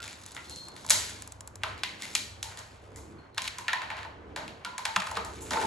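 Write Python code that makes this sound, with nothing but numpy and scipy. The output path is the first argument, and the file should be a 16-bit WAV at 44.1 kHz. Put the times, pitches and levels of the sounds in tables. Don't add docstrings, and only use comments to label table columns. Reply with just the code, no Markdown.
import sys
import numpy as np
from scipy import signal
from scipy.fft import rfft, irfft, next_fast_len
from scipy.io import wavfile

SR = 44100
rng = np.random.default_rng(int(sys.argv[2]) if len(sys.argv) > 2 else 0)


def natural_amplitude(level_db):
    exponent = np.asarray(level_db, float) / 20
    return 10 ** exponent


def master_out(mix):
    frames = np.transpose(np.atleast_2d(mix))
    ceiling = np.clip(frames, -1, 1)
    pcm = np.round(ceiling * 32767).astype(np.int16)
    wavfile.write(sys.argv[1], SR, pcm)


N = 249606


def rms_one(x):
    return x / np.sqrt(np.mean(x ** 2) + 1e-20)


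def at_hz(points, hz):
    points_hz, values = np.transpose(points)
    return np.interp(np.log(hz), np.log(points_hz), values)


def drift(rate_hz):
    r = np.exp(-2 * np.pi * rate_hz * 40 / SR)
    noise = rng.standard_normal(N // 40 + 2002)
    slow = signal.lfilter([1], [1, -2 * r, r * r], noise)[2000:]
    return np.interp(np.arange(N) / 40, np.arange(len(slow)), rms_one(slow))


def ring(clicks, hz, t60):
    r, w = natural_amplitude(-60 / (t60 * SR)), 2 * np.pi * hz / SR
    return signal.lfilter([0, np.sin(w)], [1, -2 * r * np.cos(w), r * r], clicks + 1e-18)


def held(start, length, rise_db_per_s, fall_db_per_s):
    t = np.arange(N) / SR
    before = np.maximum(start - t, 0)
    after = np.maximum(t - start - length, 0)
    return natural_amplitude(-rise_db_per_s * before - fall_db_per_s * after)


def two_levels(rows, rise_db_per_s, fall_db_per_s):
    return sum(np.outer(natural_amplitude(np.array(db)), held(s, length, rise_db_per_s, fall_db_per_s))
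               for s, length, *db in rows)


def narrow_noise(hz, width_hz):
    lowpass = signal.butter(2, width_hz / 2, fs=SR, output="sos")
    slow = signal.sosfilt(lowpass, rng.standard_normal((2, N)))
    phase = 2 * np.pi * np.cumsum(hz * np.ones(N)) / SR
    noise = rms_one(slow[0] * np.cos(phase) + slow[1] * np.sin(phase))
    return noise, np.sqrt(2) * np.sin(phase)


# start in seconds, body in dB, wall in dB, edge in dB, share sent to the room in dB.
BLOWS = [(0.348, -39, -59.5, -46.5, 2), (0.365, -45, -34, -58, -3.5), (0.496, -70, -53.5, -46, 5),
         (0.56, -80, -54, -46.5, 1), (0.764, -41.5, -50, -51.5, 2), (0.846, -29.5, -58, -53, -6.5),
         (0.897, -46, -51.5, -27, -8), (0.904, -26, -26.5, -18, 2), (1.634, -26, -27.5, -42.5, -3.5),
         (1.778, -48, -51, -58.5, 5), (1.834, -40, -24.5, -38.5, -2), (2.021, -54, -38.5, -40.5, -1),
         (2.151, -36, -26.5, -26, -2), (2.428, -47, -38, -34.5, -1.5), (2.573, -39.5, -49, -49, 6),
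         (2.96, -41.5, -66.5, -47.5, 4.5), (3.346, -64, -59.5, -60.5, -2), (3.364, -40, -62, -70, -3),
         (3.374, -30, -42, -58, -6), (3.379, -28.5, -25.5, -37, -4), (3.419, -48, -42, -38, -3),
         (3.442, -40.5, -38.5, -46, 7), (3.477, -57, -28.5, -38.5, -18), (3.584, -37, -44.5, -39, -3),
         (3.681, -28.5, -25, -44, 0), (3.731, -27.5, -27, -41.5, -2.5), (3.818, -29, -37.5, -53, 1.5),
         (3.902, -27.5, -37.5, -55.5, 3.5), (3.968, -36.5, -45, -57, 5.5), (3.989, -36, -44, -65, 1.5),
         (4.03, -40.5, -42, -58, -3), (4.048, -25, -51, -67, -4), (4.361, -26, -37, -44.5, 1.5),
         (4.409, -37, -56, -71, 8), (4.479, -61, -40, -53, -1.5), (4.648, -37, -32, -43, -3.5),
         (4.78, -28, -38.5, -40, -2), (4.852, -21, -29, -35.5, -2), (4.961, -14.5, -28.5, -36.5, -5.5),
         (5.001, -59, -30.5, -43, -8), (5.019, -27.5, -34, -51, -1), (5.069, -24, -40, -47, -5),
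         (5.113, -20.5, -57, -45, -2), (5.153, -41, -42, -54.5, 10), (5.169, -18.5, -38.5, -46, -3),
         (5.248, -28.5, -54, -44.5, 1.5), (5.411, -50, -102, -52, 16.5), (5.507, -24, -37, -38.5, 4.5),
         (5.533, -20.5, -36, -43, 0), (5.569, -16, -42, -61, -26), (5.613, -22.5, -39.5, -43, 3.5)]
# start in seconds, edge in dB.
TICKS = [(0.235, -52), (0.262, -44.5), (0.318, -47.5), (0.684, -47), (0.864, -42.5), (1.221, -41),
         (1.275, -45), (1.321, -44), (1.407, -44.5), (1.475, -44), (1.556, -45.5), (2.59, -45.5)]
# pitch in Hz, relative level in dB, time to fade by 60 dB in seconds.
PLASTIC = [(618, -20.5, 0.06), (896, -8.5, 0.013), (1039, -11.5, 0.025), (1252, -11.5, 0.021),
           (1510, -1.5, 0.012), (1800, 4.5, 0.006), (2283, 4, 0.0076), (2746, 6.5, 0.0039),
           (3430, 4, 0.0063), (3632, 1.5, 0.012), (4170, 12.5, 0.0028), (4894, 5.5, 0.0054),
           (5370, -0.5, 0.01), (5920, 0, 0.011), (6500, 5.5, 0.0056), (7195, 9.5, 0.0041),
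           (7930, 4, 0.0077), (8450, 3, 0.013), (9450, 11.5, 0.0031), (10470, -1, 0.0077),
           (10850, -3.5, 0.0046), (12180, 2, 0.0077), (14500, -16.5, .005), (15600, -21, .005)]
PART_HZ = 950, 2700, 7000


def blows():
    ticks = [(s, db + 5, db - 16, db, -13) for s, db in TICKS]
    s, *parts_db, room_db = np.transpose(BLOWS + ticks)
    chance = rng.random((len(s), 5, len(PLASTIC)))
    rebound_db = -2.5 + 0.3 * (np.max(parts_db, axis=0) + 20)
    out = np.zeros((2, N))
    for k, (hz, level_db, t60) in enumerate(PLASTIC):
        shares = [at_hz(list(zip(PART_HZ, row)), hz) for row in np.eye(3)]
        height = natural_amplitude(np.dot(shares, parts_db) + level_db + 5.5)
        facing = natural_amplitude(3.1 * chance[:, 0, k] - 5) * np.sign(chance[:, 1, k] - 0.5)
        clicks = np.zeros((2, N))
        for bounce in range(3):
            late = 0.0022 * bounce + 0.0008 * chance[:, 2 + bounce, k] + 1.5 / hz
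            struck = ((s + late) * SR).astype(int)
            clicks[0, struck] += height * facing * natural_amplitude(rebound_db * bounce)
        clicks[1, (s * SR).astype(int)] = height * natural_amplitude(room_db) * (-1) ** k
        out += ring(clicks, hz, t60)
    return signal.sosfilt(signal.butter(4, 680, "high", fs=SR, output="sos"), out)


# pitch in Hz, time to fade by 60 dB in seconds,
# then a list of the times it sounds, each with start in seconds and relative level in dB.
ROUGH_NOTES = [(94.7, 0.1, [(4.962, -26)]), (185, 0.19, [(4.962, -41.5), (5.17, -45)]),
               (458, 0.037, [(5.171, -30.5), (5.571, -30)]), (625, 0.16, [(0.908, -42.5), (1.638, -45.5),
               (4.364, -40), (5.52, -34)]), (894, 0.24, [(2.43, -45), (4.854, -35), (5.536, -27.5),
               (5.571, -39), (5.615, -32)]), (1001, 0.12, [(0.37, -48.5), (0.908, -35), (1.638, -36),
               (1.837, -41), (3.382, -33.5), (3.585, -39), (3.64, -46), (3.733, -27), (3.79, -36.5),
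               (3.906, -39.5), (4.652, -34.5), (4.73, -42), (4.79, -38)]), (1318, 0.073, [(1.636, -30),
               (4.963, -27), (5.171, -30)]), (1398, 0.12, [(0.0, -42), (0.368, -40), (1.64, -37.5),
               (3.683, -31), (4.652, -35.5), (5.51, -38), (5.571, -34.5)]), (1837, 0.079, [(3.683, -28),
               (3.733, -25.5)]), (2044, 0.13, [(0.368, -40.5), (1.837, -36), (2.022, -39), (2.96, -51.5)]),
               (2375, 0.045, [(0.08, -41), (2.154, -23.5), (2.985, -51.5), (3.478, -41)]),
               (2740, 0.0087, [(4.962, -8)])]


def notes(blur=0.15, rough_db=-1.0):
    out, t = np.zeros(N), np.arange(SR // 2) / SR
    for hz, t60, sounded in ROUGH_NOTES:
        lowpass = signal.butter(2, blur * hz / 2, fs=SR, output="sos")
        for s, db in sounded:
            shake = signal.sosfilt(lowpass, rng.standard_normal((2, SR)))[:, -len(t):]
            swing = 1 + natural_amplitude(rough_db) * (rms_one(shake[0]) + 1j * rms_one(shake[1]))
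            note = np.imag(swing * np.exp(2j * np.pi * hz * t))
            note = note * natural_amplitude(db - 4.5 - 60 * t / t60)
            note = note * np.minimum(t * hz / 2, 1)
            start = round(s * SR)
            out[start:start + len(t)] += note[:N - start]
    return out


# start in seconds, time held in seconds, body and edge as relative levels in dB.
DRAGS = [(0.0, 0.0035, -32.5, -29.5), (0.22, 0.11, -55.5, -45.5), (0.45, 0.44, -64.5, -47),
         (0.91, 0.078, -32, -27.5), (1.65, 0.0089, -32.5, -44), (1.86, 0.17, -46.5, -52.5),
         (2.03, 0.049, -46, -36.5), (2.45, 0.046, -43, -47), (2.6, 0.51, -58.5, -57.5),
         (3.43, 0.041, -45, -59), (3.56, 0.45, -42.5, -73), (4.401, 0.72, -53, -65), (4.8, 0.19, -44, -68),
         (4.98, 0.03, -38.5, -33), (5.1, 0.067, -52, -62), (5.27, 0.19, -51.5, -46.5),
         (5.54, 0.11, -34.5, -34.5)]


def scrape(per_s=500.0, size_db=2.0):
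    body, edge = two_levels(DRAGS, rise_db_per_s=398.5, fall_db_per_s=93)
    slips = rng.random(N) < per_s * natural_amplitude(4.0 * drift(12.0)) / SR
    sizes = natural_amplitude(size_db * np.minimum(rng.exponential(1, N), 5)) * slips
    rings = np.array([natural_amplitude(db) * ring(sizes * rng.standard_normal(N), hz, t60) for hz, db, t60 in PLASTIC])
    low = np.array(PLASTIC)[:, 0] < 3000
    return body * rms_one(low @ rings) + edge * rms_one(~low @ rings)


# start in seconds, time held in seconds, pitch in Hz, relative level in dB.
SQUEAKS = [(0.44, 0.05, 4220, -50), (0.505, 0.11, 4225, -37), (0.63, 0.046, 4280, -45.5),
           (0.701, 0.023, 4270, -49), (2.6, 0.2, 4300, -67), (3.186, 0.02, 4265, -55.5),
           (3.345, 0.0088, 4170, -49)]


def squeaks(width_hz=170.0):
    return sum(natural_amplitude(db) * held(s, length, rise_db_per_s=1201.5, fall_db_per_s=455)
               * narrow_noise(hz, width_hz)[0] for s, length, hz, db in SQUEAKS)


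# start in seconds, length in seconds, first pitch in Hz, last pitch in Hz, last relative level in dB.
RUMBLES = [(0.0, 1.2, 280, 240.5, -55.5), (1.6, 0.68, 300, 219, -53), (2.847, 0.32, 520, 218.1, -50),
           (4.02, 0.5, 520, 211.3, -48.5), (4.353, 0.22, 650, 550, -53), (5.1, 0.35, 525.3, 297, -48.5),
           (5.424, 0.12, 302.6, 216.8, -43), (5.541, 0.13, 447.7, 302.6, -36)]


def rumbles(width_hz=260.0, growth_db=8.5):
    out = 0
    for s, length, first_hz, last_hz, db in RUMBLES:
        along = np.clip((np.arange(N) / SR - s) / length, 0, 1)
        level = natural_amplitude(db - growth_db * (1 - along)) * held(s, length, rise_db_per_s=164, fall_db_per_s=310)
        centre_hz = first_hz * (last_hz / first_hz) ** along
        out = out + level * narrow_noise(centre_hz, width_hz)[0]
    return out


HUM_HZ = 71.3, 99.3
# start in seconds, time held in seconds, lower tone in dB, upper tone in dB.
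HUM_SWELLS = [(0.0, 0.58, -62.5, -65), (0.98, 0.78, -58, -55), (2.33, 0.85, -55, -54.5),
              (3.42, 0.048, -62, -58.5), (3.88, 0.56, -55.5, -59), (5.1, 1, -53.5, -55)]


def hum(rest_db=-68, waver_db=2.5, breath_db=-4.0):
    swells = two_levels(HUM_SWELLS, rise_db_per_s=116, fall_db_per_s=132.5)
    out = 0
    for hz, level in zip(HUM_HZ, swells + natural_amplitude(rest_db)):
        halo, tone = narrow_noise(hz, width_hz=46.0)
        waver = natural_amplitude(waver_db * drift(4.0))
        out = out + level * waver * (tone + natural_amplitude(breath_db) * halo)
    return out


BANDS_HZ = 25 * 2 ** np.arange(0, 9.6, .5)
# pitch in Hz, likeness (1 is the same, 0 is unrelated).
LIKENESS = [(60, 0.99), (250, 0.89), (700, 0.11), (1500, 0.052), (4000, 0.55), (7000, 0.78), (8500, 1),
            (15000, 0.94)]


def stereo_bands(size):
    white = rng.standard_normal((2, 2, size))
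    for k, (low, high) in enumerate(zip(BANDS_HZ, BANDS_HZ[1:])):
        bandpass = signal.butter(2, [low, high], "band", fs=SR, output="sos")
        mid, side = signal.sosfilt(bandpass, white[k % 2])
        hz = np.sqrt(low * high)
        alike = np.clip(at_hz(LIKENESS, hz), -1, 1)
        yield hz, np.sqrt(1 + alike) * mid + np.sqrt(1 - alike) * side * [[1], [-1]]


# pitch in Hz, relative density in dB per Hz.
HISS = [(15, -41), (25, 1), (55, -4.5), (90, 8), (167, 3.5), (400, 2), (651, 1.5), (1060, 0.5),
        (2670, -15.5), (7110, -34.5), (9850, -34), (11600, -44.5), (13300, -57), (16500, -56.5)]


def hiss(level_db=-51.5, patchy_db=1.5):
    together = drift(4.5)
    floor = 0
    for hz, band in stereo_bands(size=N):
        floor = floor + natural_amplitude(at_hz(HISS, hz) + patchy_db * (together + drift(12.0))) * band
    return natural_amplitude(level_db) * rms_one(floor)


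# pitch in Hz, time to fade by 60 dB in seconds.
ROOM_T60 = [(300, 0.37), (1400, 0.54), (3700, 0.55), (9700, 0.42)]
# pitch in Hz, relative level in dB.
ROOM_COLOUR = [(300, 8.5), (900, 4.5), (2500, -2), (6000, -2.5), (10000, -9), (15000, -3)]


def room(x):
    t = np.arange(SR) / SR
    tail = 0
    for hz, band in stereo_bands(size=SR):
        tail = tail + natural_amplitude(at_hz(ROOM_COLOUR, hz) - 60 * t / at_hz(ROOM_T60, hz)) * band
    lumps = natural_amplitude(2.4 * drift(83.0)[:SR] * np.exp(-t / 0.021))
    build_up = np.clip((t - 0.003) / 0.0042, 0, 1)
    tail = tail * lumps * build_up
    tail = tail / np.sqrt(np.sum(tail ** 2) / 2)
    return signal.fftconvolve(x[None], tail, axes=1)[:, :N]


def scene():
    direct, wet = blows()
    rubbing, rumble, rough = scrape() + squeaks(), rumbles(), notes()
    echoes = room(wet + natural_amplitude(-14.5) * rubbing + natural_amplitude(-13.0) * rumble + natural_amplitude(-2.5) * rough)
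    middle = direct + natural_amplitude(-11.0) * rubbing + natural_amplitude(1.5) * rumble + natural_amplitude(3.5) * rough
    return middle + echoes + hum() + hiss()


# pitch in Hz, lead in radians.
LEFT_LEAD = [(0, 0), (60, -.3), (340, -.7), (950, .6), (1980, -.6), (3450, .8), (6000, .7), (7500, -.1),
             (8200, -1.8), (8550, -2.95), (9400, -3.3), (9700, -4.3), (10400, -5.6), (12000, -6.9),
             (12600, -9.2), (13700, -9.5), (14500, -12.0), (16600, -13)]
# pitch in Hz, gain in dB.
RESPONSE = [(20, -24), (32, -5), (45, -3), (8000, -0.5), (11500, -1.5), (12600, -21.5), (14000, -4.5),
            (16500, -17.5)]
# pitch in Hz, difference in dB.
LEFT_LOUDER = [(60, 0), (250, 0), (550, -3), (1300, -1), (2500, 1.5), (5000, 1.3), (8000, 0), (15000, 0)]


def microphone_ports(dry):
    size = next_fast_len(N + 4096)
    hz = (np.arange(size // 2 + 1) + 1e-3) * SR / size
    left_right = np.array([[1], [-1]])
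    lead = np.interp(hz, *np.transpose(LEFT_LEAD))
    ports = natural_amplitude(at_hz(RESPONSE, hz)) * np.exp(0.5j * lead * left_right)
    ports = ports * natural_amplitude(at_hz(LEFT_LOUDER, hz) / 2 * left_right)
    return irfft(rfft(dry, size) * ports, size)[:, :N]


def low_pass(x):
    return signal.sosfilt(signal.butter(12, 17040, fs=SR, output="sos"), x)


def record(dry):
    mix = microphone_ports(dry)
    return low_pass(mix)


dry = scene()
out = record(dry)
master_out(out)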